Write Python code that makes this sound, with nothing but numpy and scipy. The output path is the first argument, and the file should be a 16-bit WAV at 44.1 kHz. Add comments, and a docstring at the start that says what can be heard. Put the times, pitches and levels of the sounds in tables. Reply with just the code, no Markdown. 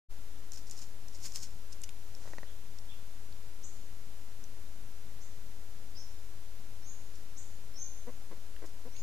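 """Quiet bushland: a raven steps over dry leaf litter onto a water dish and shakes its head.
Twigs snap and leaves crunch in swarms of tiny fractures; claws skid and set the dish ringing.
The shake is a rustle of feathers and a few dull flaps. Small birds whistle and chip among the trees,
their tones scattered by the wood. Near the end, four soft, low stick-slip creaks sound close by.
Microphone hiss and a low rumble of far air lie under it all."""
import sys
import numpy as np
from scipy import signal
from scipy.fft import rfft, irfft, next_fast_len
from scipy.io import wavfile

SR = 44100
rng = np.random.default_rng(int(sys.argv[2]) if len(sys.argv) > 2 else 0)


def dump_mix(stems):
    """Bounce the given channels to the path in sys.argv[1] as a 16-bit WAV at rate SR."""
    frames = np.atleast_2d(stems).T  # one column per channel
    limited = np.clip(frames, -1, 1)  # hard clip at full scale
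    pcm = np.round(limited * 32767).astype(np.int16)
    wavfile.write(sys.argv[1], SR, pcm)


N = 397782
TIME = np.arange(N) / SR
FFT_SIZE = next_fast_len(N)
FFT_HZ = np.arange(FFT_SIZE // 2 + 1) * SR / FFT_SIZE
RUSTLE_LIKENESS = 0.59  # left-right correlation of leaves, twigs and feathers


def from_db(db):
    """Amplitude grows tenfold with every 20 dB."""
    return 10 ** (np.asarray(db) / 20)


def at_hz(points, hz):
    """Interpolation of a table on a logarithmic frequency axis."""
    table_hz, values = np.transpose(points)
    return np.interp(np.log(hz + 1e-9), np.log(table_hz), values)


def add(track, s, sound):
    """Superposition: a short sound adds to a track from time s."""
    start = int(round(s * SR))
    part = sound[..., :N - start]
    track[..., start:start + part.shape[-1]] += part


def coloured(x, spectrum):
    """Spectral shaping: a smooth envelope weights the frequencies; the result has rms 1."""
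    shaped = irfft(rfft(x, FFT_SIZE) * from_db(at_hz(spectrum, FFT_HZ)), FFT_SIZE)[..., :N]
    return shaped / np.sqrt(np.mean(shaped ** 2) + 1e-20)


def two_ears(shared, own, likeness):
    """Interaural correlation: one part reaches the ears in phase, the other in antiphase."""
    return np.sqrt((1 + likeness) / 2) * shared + np.sqrt((1 - likeness) / 2) * own * [[1], [-1]]


def grains(per_s, spread_db):
    """Shot noise: tiny impulses of uneven size arrive at random."""
    sizes = from_db(spread_db * np.minimum(rng.exponential(1, (2, N)), 4))
    signs = rng.choice([-1, 1], (2, N))
    arrivals = rng.random((2, N)) < per_s / SR
    return two_ears(*(sizes * signs * arrivals), RUSTLE_LIKENESS)


def swell_and_fade(s, db, swell_s, fade_s):
    """Exponential growth to a peak at time s, then exponential decay."""
    exponent = np.minimum((TIME - s) / swell_s, (s - TIME) / fade_s)
    return from_db(db) * np.exp(np.maximum(exponent, -30))


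def resonance(x, hz, width_hz):
    """A two-pole resonator passes one band, with unit gain at its peak."""
    r, w = np.exp(-np.pi * width_hz / SR), 2 * np.pi * hz / SR
    return signal.lfilter(np.array([1, 0, -1]) * (1 - r * r) / 2, [1, -2 * r * np.cos(w), r * r], x)


def ring(force, hz, t60):
    """A damped oscillator answers each impulse with a decaying sine."""
    r, w = from_db(-60 / (t60 * SR)), 2 * np.pi * hz / SR
    return signal.lfilter([0, np.sin(w)], [1, -2 * r * np.cos(w), r * r], force + 1e-18)


def strike(modes, soft_hz, vary_db):
    """Modal response to one contact: a soft push gives little to the modes above soft_hz."""
    lowpass = signal.butter(2, soft_hz, fs=SR, output="sos")
    push = signal.sosfilt(lowpass, signal.unit_impulse(SR // 16))
    return sum(ring(push, hz, t60) * from_db(db + vary_db * rng.standard_normal())
               for hz, db, t60 in modes)


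def scatter(x, t60, delay_s):
    """Diffuse reverberation: countless reflections, different at each ear, decay exponentially."""
    t = np.arange(int(1.5 * SR)) / SR
    tail = rng.standard_normal((2, len(t))) * from_db(-60 * t / t60) * (t >= delay_s)
    tail /= np.sqrt(np.sum(tail ** 2, axis=1, keepdims=True) + 1e-20)
    return signal.fftconvolve(x[None], tail, axes=1)[:, :N]


def background():
    """Noise floor: far air and microphone hiss, weakly correlated, with a thin electronic whine."""
    # rumble and hiss: (frequency [Hz], relative spectral density [dB])
    spectrum = [(20, -3.5), (35, 1), (65, -5.5), (130, -11), (250, -16.5), (450, -20.5), (700, -23),
                (1400, -26), (3500, -28.5), (5000, -29), (6500, -28.5), (8500, -32.5), (12000, -33),
                (15500, -35.5)]
    # likeness of left and right: (frequency [Hz], correlation [1])
    likeness = [(60, 0.51), (300, 0.18), (1200, 0.26), (3500, 0.027), (7000, 0.12), (14000, 0.14)]
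    white = rfft(rng.standard_normal((2, FFT_SIZE)))
    ears = irfft(two_ears(*white, at_hz(likeness, FFT_HZ)), FFT_SIZE)
    whine = np.sqrt(2) * np.sin(2 * np.pi * 13486 * TIME)
    return from_db(-52) * coloured(ears, spectrum) + from_db(-87) * whine


def snaps():
    """Impulsive excitation: a snapping twig or a knocking claw gives one impulse in a brief noise burst."""
    # twigs and leaf ribs snapping, and one sharp knock of a claw on the dish (at 1.892 s):
    # (time [s], peak level [dB], resonance [Hz])
    impulses = [(0.5206, -30.5, 6500), (.5606, -36, 5860), (0.6982, -36.5, 6750), (.7118, -31, 6400),
                (1.0837, -40, 5800), (1.322, -38, 5970), (1.3592, -24, 5700), (1.729, -36, 5640),
                (1.818, -37.5, 7600), (1.892, -37.5, 2900), (2.1506, -38.5, 5240), (2.787, -41.5, 5200),
                (3.326, -47, 4200), (4.441, -40.5, 6000), (8.5646, -42, 2100), (8.966, -44, 4300)]
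    burst_s, reference_db, doubling_db = 0.0085, -33, 9
    out, t = np.zeros((2, N)), np.arange(-SR // 100, SR // 25) / SR
    for s, db, hz in impulses:
        t60 = burst_s * 2 ** ((reference_db - db) / doubling_db)  # weaker ones last longer
        noise = two_ears(*rng.standard_normal((2, len(t))), RUSTLE_LIKENESS)
        burst = from_db(-60 * np.maximum(t, -2 * t) / t60)  # builds twice as fast as it dies
        force = (t == 0) + 0.4 * noise * burst
        crack = resonance(force, hz, width_hz=900) + from_db(-27) * resonance(force, 7300, width_hz=7000)
        add(out, s + t[0], from_db(db) * crack / np.abs(crack).max())
    return out


def crunches():
    """Crackling noise: each step breaks a swarm of leaf fibres; heavy ones reach the litter below."""
    # feet pressing dry leaves: (time of peak [s], level [dB], swell time [s])
    steps = [(.536, -48, 0.0063), (0.576, -49, .006), (.672, -54.5, .004), (.718, -48, .004),
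             (.789, -50, 0.018), (0.821, -47.5, 0.0067), (1.151, -52.5, 0.015), (1.262, -41.5, 0.027),
             (1.366, -42, 0.021), (1.436, -44.5, 0.019), (1.725, -53, .005), (7.155, -58, .008),
             (8.662, -56.5, .006)]
    # crisp top leaves: (frequency [Hz], relative spectral density [dB])
    leaf = [(500, -42), (2500, -16), (3600, -17.5), (4600, -5), (5400, 0.5), (6000, -3), (6700, 0),
            (7500, -5), (8200, -7.5), (9300, -13), (12000, -18.5), (15500, -23)]
    # duller litter beneath: (frequency [Hz], relative spectral density [dB])
    litter = [(150, -12), (500, -2), (1400, 0), (2300, 0.5), (3500, 1), (5000, -10), (9000, -7),
              (15500, -7)]
    # soft ground: (frequency [Hz], relative spectral density [dB])
    soil = [(40, -5), (150, 0), (400, -10), (1500, -23), (5000, -50)]
    power = np.zeros(N)
    for s, db, swell_s in steps:
        tread = swell_and_fade(s, db, swell_s, fade_s=0.015)
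        settling = swell_and_fade(s, db - 13, swell_s, fade_s=0.058)  # bent leaves come to rest
        power += tread ** 2 + settling ** 2
    press = np.sqrt(power)
    depth = np.sqrt(press / press.max())
    crisp = coloured(grains(per_s=1200, spread_db=1.5), leaf)
    deep = from_db(-8) * depth * coloured(grains(per_s=2000, spread_db=4), litter)
    ground = from_db(-16.5) * coloured(grains(per_s=3000, spread_db=1), soil)
    return press * (crisp + deep + ground)


def claws():
    """Frictional excitation: claws skid on the rim and drive the short, thin ring of the dish."""
    # claws on the rim: (time [s], strength [dB], skid t60 [s])
    skids = [(1.836, -43, .002), (1.8361, -42.5, 0.013), (1.8384, -39.5, 0.028), (1.8918, -43, 0.0033)]
    # modes of the dish: (frequency [Hz], relative level [dB], t60 [s])
    dish_modes = [(2970, -11.5, 0.042), (3300, -21, 0.018), (3750, -11, 0.017), (5070, -4, 0.022),
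                  (5700, -8, 0.011), (6080, -1.5, 0.011), (6650, 2, 0.014), (7100, -8, .011),
                  (7550, -5, 0.015), (8500, -2, .007), (9600, 1, 0.0076), (11300, 0, 0.01),
                  (12300, -17, .008)]
    out, t = np.zeros((2, N)), np.arange(SR // 50) / SR
    for s, db, t60 in skids:
        force = two_ears(*rng.standard_normal((2, len(t))), likeness=0.65) * from_db(-60 * t / t60)
        force /= np.linalg.norm(force[0])
        dish = strike(dish_modes, soft_hz=9100, vary_db=2)
        add(out, s, from_db(db) * signal.fftconvolve(force, dish[None], axes=1))
    return signal.sosfilt(signal.butter(2, 2000, "high", fs=SR, output="sos"), out + 1e-18)


def ruffle():
    """Friction noise: feathers brush over each other while the head is shaken."""
    # soft feather noise: (frequency [Hz], relative spectral density [dB])
    feather = [(100, 3), (600, 0), (1800, -8), (3500, -12), (6500, -3.5), (9000, -16), (15500, -22)]
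    level = swell_and_fade(s=2.27, db=-56.5, swell_s=0.11, fade_s=0.12)
    return level * coloured(grains(per_s=2500, spread_db=3), feather)


def flaps():
    """Damped impacts: the shake gives about twenty dull flaps a second, the harder the brighter."""
    # flaps of the shaken head: (time [s], strength [dB])
    impacts = [(2.256, -38.5), (2.2763, -38), (2.3350, -36), (2.3839, -34), (2.432, -36.5)]
    # modes of a flap: (frequency [Hz], relative level [dB], t60 [s])
    modes = [(630, -7, 0.0097), (1010, -4.5, 0.0053), (1400, -12, 0.0058), (1900, -3.5, 0.016),
             (2480, -14, .01), (4230, -6, 0.0034), (6130, -3, 0.0072)]
    brightest_hz, db_per_octave = 4500, 2
    out, hardest_db = np.zeros(N), max(db for s, db in impacts)
    for s, db in impacts:
        soft_hz = brightest_hz * 2 ** ((db - hardest_db) / db_per_octave)
        add(out, s, from_db(db) * strike(modes, soft_hz, vary_db=1))
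    return out


def songbirds():
    """Frequency modulation: nearly pure tones glide along the contour of each call, wavering slightly."""
    # contours of the calls: (share of length [1], pitch ratio [1], relative level [dB])
    whistle = [(0, .80, -26), (.1, .845, -4), (.25, .86, -3), (.42, .95, 0.5), (.57, 1.015, 6),
               (.75, .985, 6.5), (.86, 1.0, 13), (1, 1.13, -8)]  # rising
    chip = [(0, .76, -7), (.25, .87, 1), (.5, .96, 5), (.75, 1.01, -3), (1, 1.02, 1)]  # quick and upward
    slur = [(0, .70, -4), (.2, .76, 0), (.38, .85, 4.5), (.62, 0.97, -5), (.73, .99, 0), (.85, .82, 1),
            (1, .80, 7)]  # up and down again
    warble = [(0, .86, -2), (.22, 1.03, 4), (.4, .9, -2), (.55, .66, -1), (.7, .82, -6), (.85, 1.0, -5),
              (1, 0.92, -8)]  # low and wavy
    # calls sung to each contour: (time [s], length [s], pitch [Hz], level [dB])
    whistles = [(6.814, 0.098, 6580, -61.5), (7.731, 0.11, 6360, -54), (8.903, .108, 6630, -63.5)]
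    chips = [(3.628, 0.034, 6920, -54), (5.202, 0.047, 6700, -63.5), (7.364, .036, 6980, -54.5)]
    slurs = [(2.455, .035, 3970, -66.5), (5.946, 0.07, 6530, -56.5), (8.94, .04, 2940, -64.5),
             (8.962, .04, 5750, -66)]
    warbles = [(2.881, .068, 3540, -59.5)]
    # each chip has a second voice, higher, shorter and softer
    upper = [(s + 0.1 * length, 0.76 * length, 1.15 * hz, db - 4) for s, length, hz, db in chips]
    out = np.zeros(N)
    for contour, calls in ((whistle, whistles), (chip, chips + upper), (slur, slurs), (warble, warbles)):
        share, ratio, contour_db = np.transpose(contour)
        for s, length, hz, db in calls:
            progress = np.linspace(0, 1, int(length * SR))
            waver = 0.008 * np.interp(progress, np.linspace(0, 1, 24), rng.standard_normal(24))
            pitch = hz * np.interp(progress, share, ratio) * (1 + waver)
            tone = np.sqrt(2) * np.sin(2 * np.pi * np.cumsum(pitch) / SR)
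            level = from_db(db + np.interp(progress, share, contour_db))
            add(out, s, level * signal.windows.tukey(len(tone), 0.15) * tone)
    return out


def creaks():
    """Stick-slip friction: something close by slips unevenly, strongest near the middle of each run."""
    # runs of slips: (time [s], length [s], strength [dB], slip rate [1/s], contact cutoff [Hz])
    runs = [(8.069, 0.033, -42.5, 236, 1350), (8.313, 0.03, -44, 167, 1900),
            (8.621, 0.011, -43.5, 130, 2300), (8.6375, 0.018, -45.5, 290, 2000),
            (8.852, 0.033, -46.5, 260, 1100)]
    # modes rung by a slip: (frequency [Hz], relative level [dB], t60 [s])
    modes = [(352, -5.5, 0.011), (465, 1, 0.016), (598, -5, 0.011), (1020, -5, 0.012), (1560, -10, 0.013),
             (1960, -6.5, .009)]
    out, jitter = np.zeros(N), 0.2
    for s, length, db, per_s, soft_hz in runs:
        gaps = np.exp(jitter * rng.standard_normal(16)) / per_s
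        slips = np.cumsum(gaps) - gaps[0]
        sounds = [strike(modes, soft_hz, vary_db=2.5) for slip in slips]
        for slip, sound in zip(slips, sounds):
            if slip < length:
                fade_db = 14 * (slip / length - 0.4) ** 2
                add(out, s + slip, from_db(db - fade_db) * sound)
    return signal.sosfilt(signal.butter(2, [220, 2800], "band", fs=SR, output="sos"), out + 1e-18)


def scene():
    """Direct-to-reverberant ratio: near sounds echo faintly; far calls arrive mostly scattered."""
    feet = snaps() + crunches() + claws()
    trees = from_db(-15) * scatter(feet.mean(axis=0), t60=0.3, delay_s=0.008)
    close = flaps() + creaks()
    close = close + from_db(-15) * scatter(close, t60=0.14, delay_s=0.0024)
    calls = songbirds()
    direct = np.stack([np.roll(calls, 7), calls])  # birds on the right: the left ear hears them later
    early = from_db(0.5) * scatter(calls, t60=0.18, delay_s=0.003)
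    late = from_db(-2.5) * scatter(calls, t60=0.73, delay_s=0.018)
    far = from_db(-2.5) * direct + early + late
    lean_right = from_db([[-0.4], [0.4]])
    return (feet + trees + far) * lean_right + close + ruffle() + background()


def record(dry):
    """Offset and band limit: the microphone wakes after 0.1 s, the converter rests off zero and the recorder
    cuts the top."""
    # resting value of the converter, left then right: (offset [full scale])
    offset = [
        [-.0395],
        [-.0245],
    ]
    awake = np.clip((TIME - 0.085) / 0.035, 0, 1)
    fade_in = np.sin(np.pi / 2 * awake) ** 2
    lowpass = signal.ellip(12, 0.1, 80, 15400, fs=SR, output="sos")
    return signal.sosfilt(lowpass, (dry + offset) * fade_in)


dry = scene()
out = record(dry)
dump_mix(out)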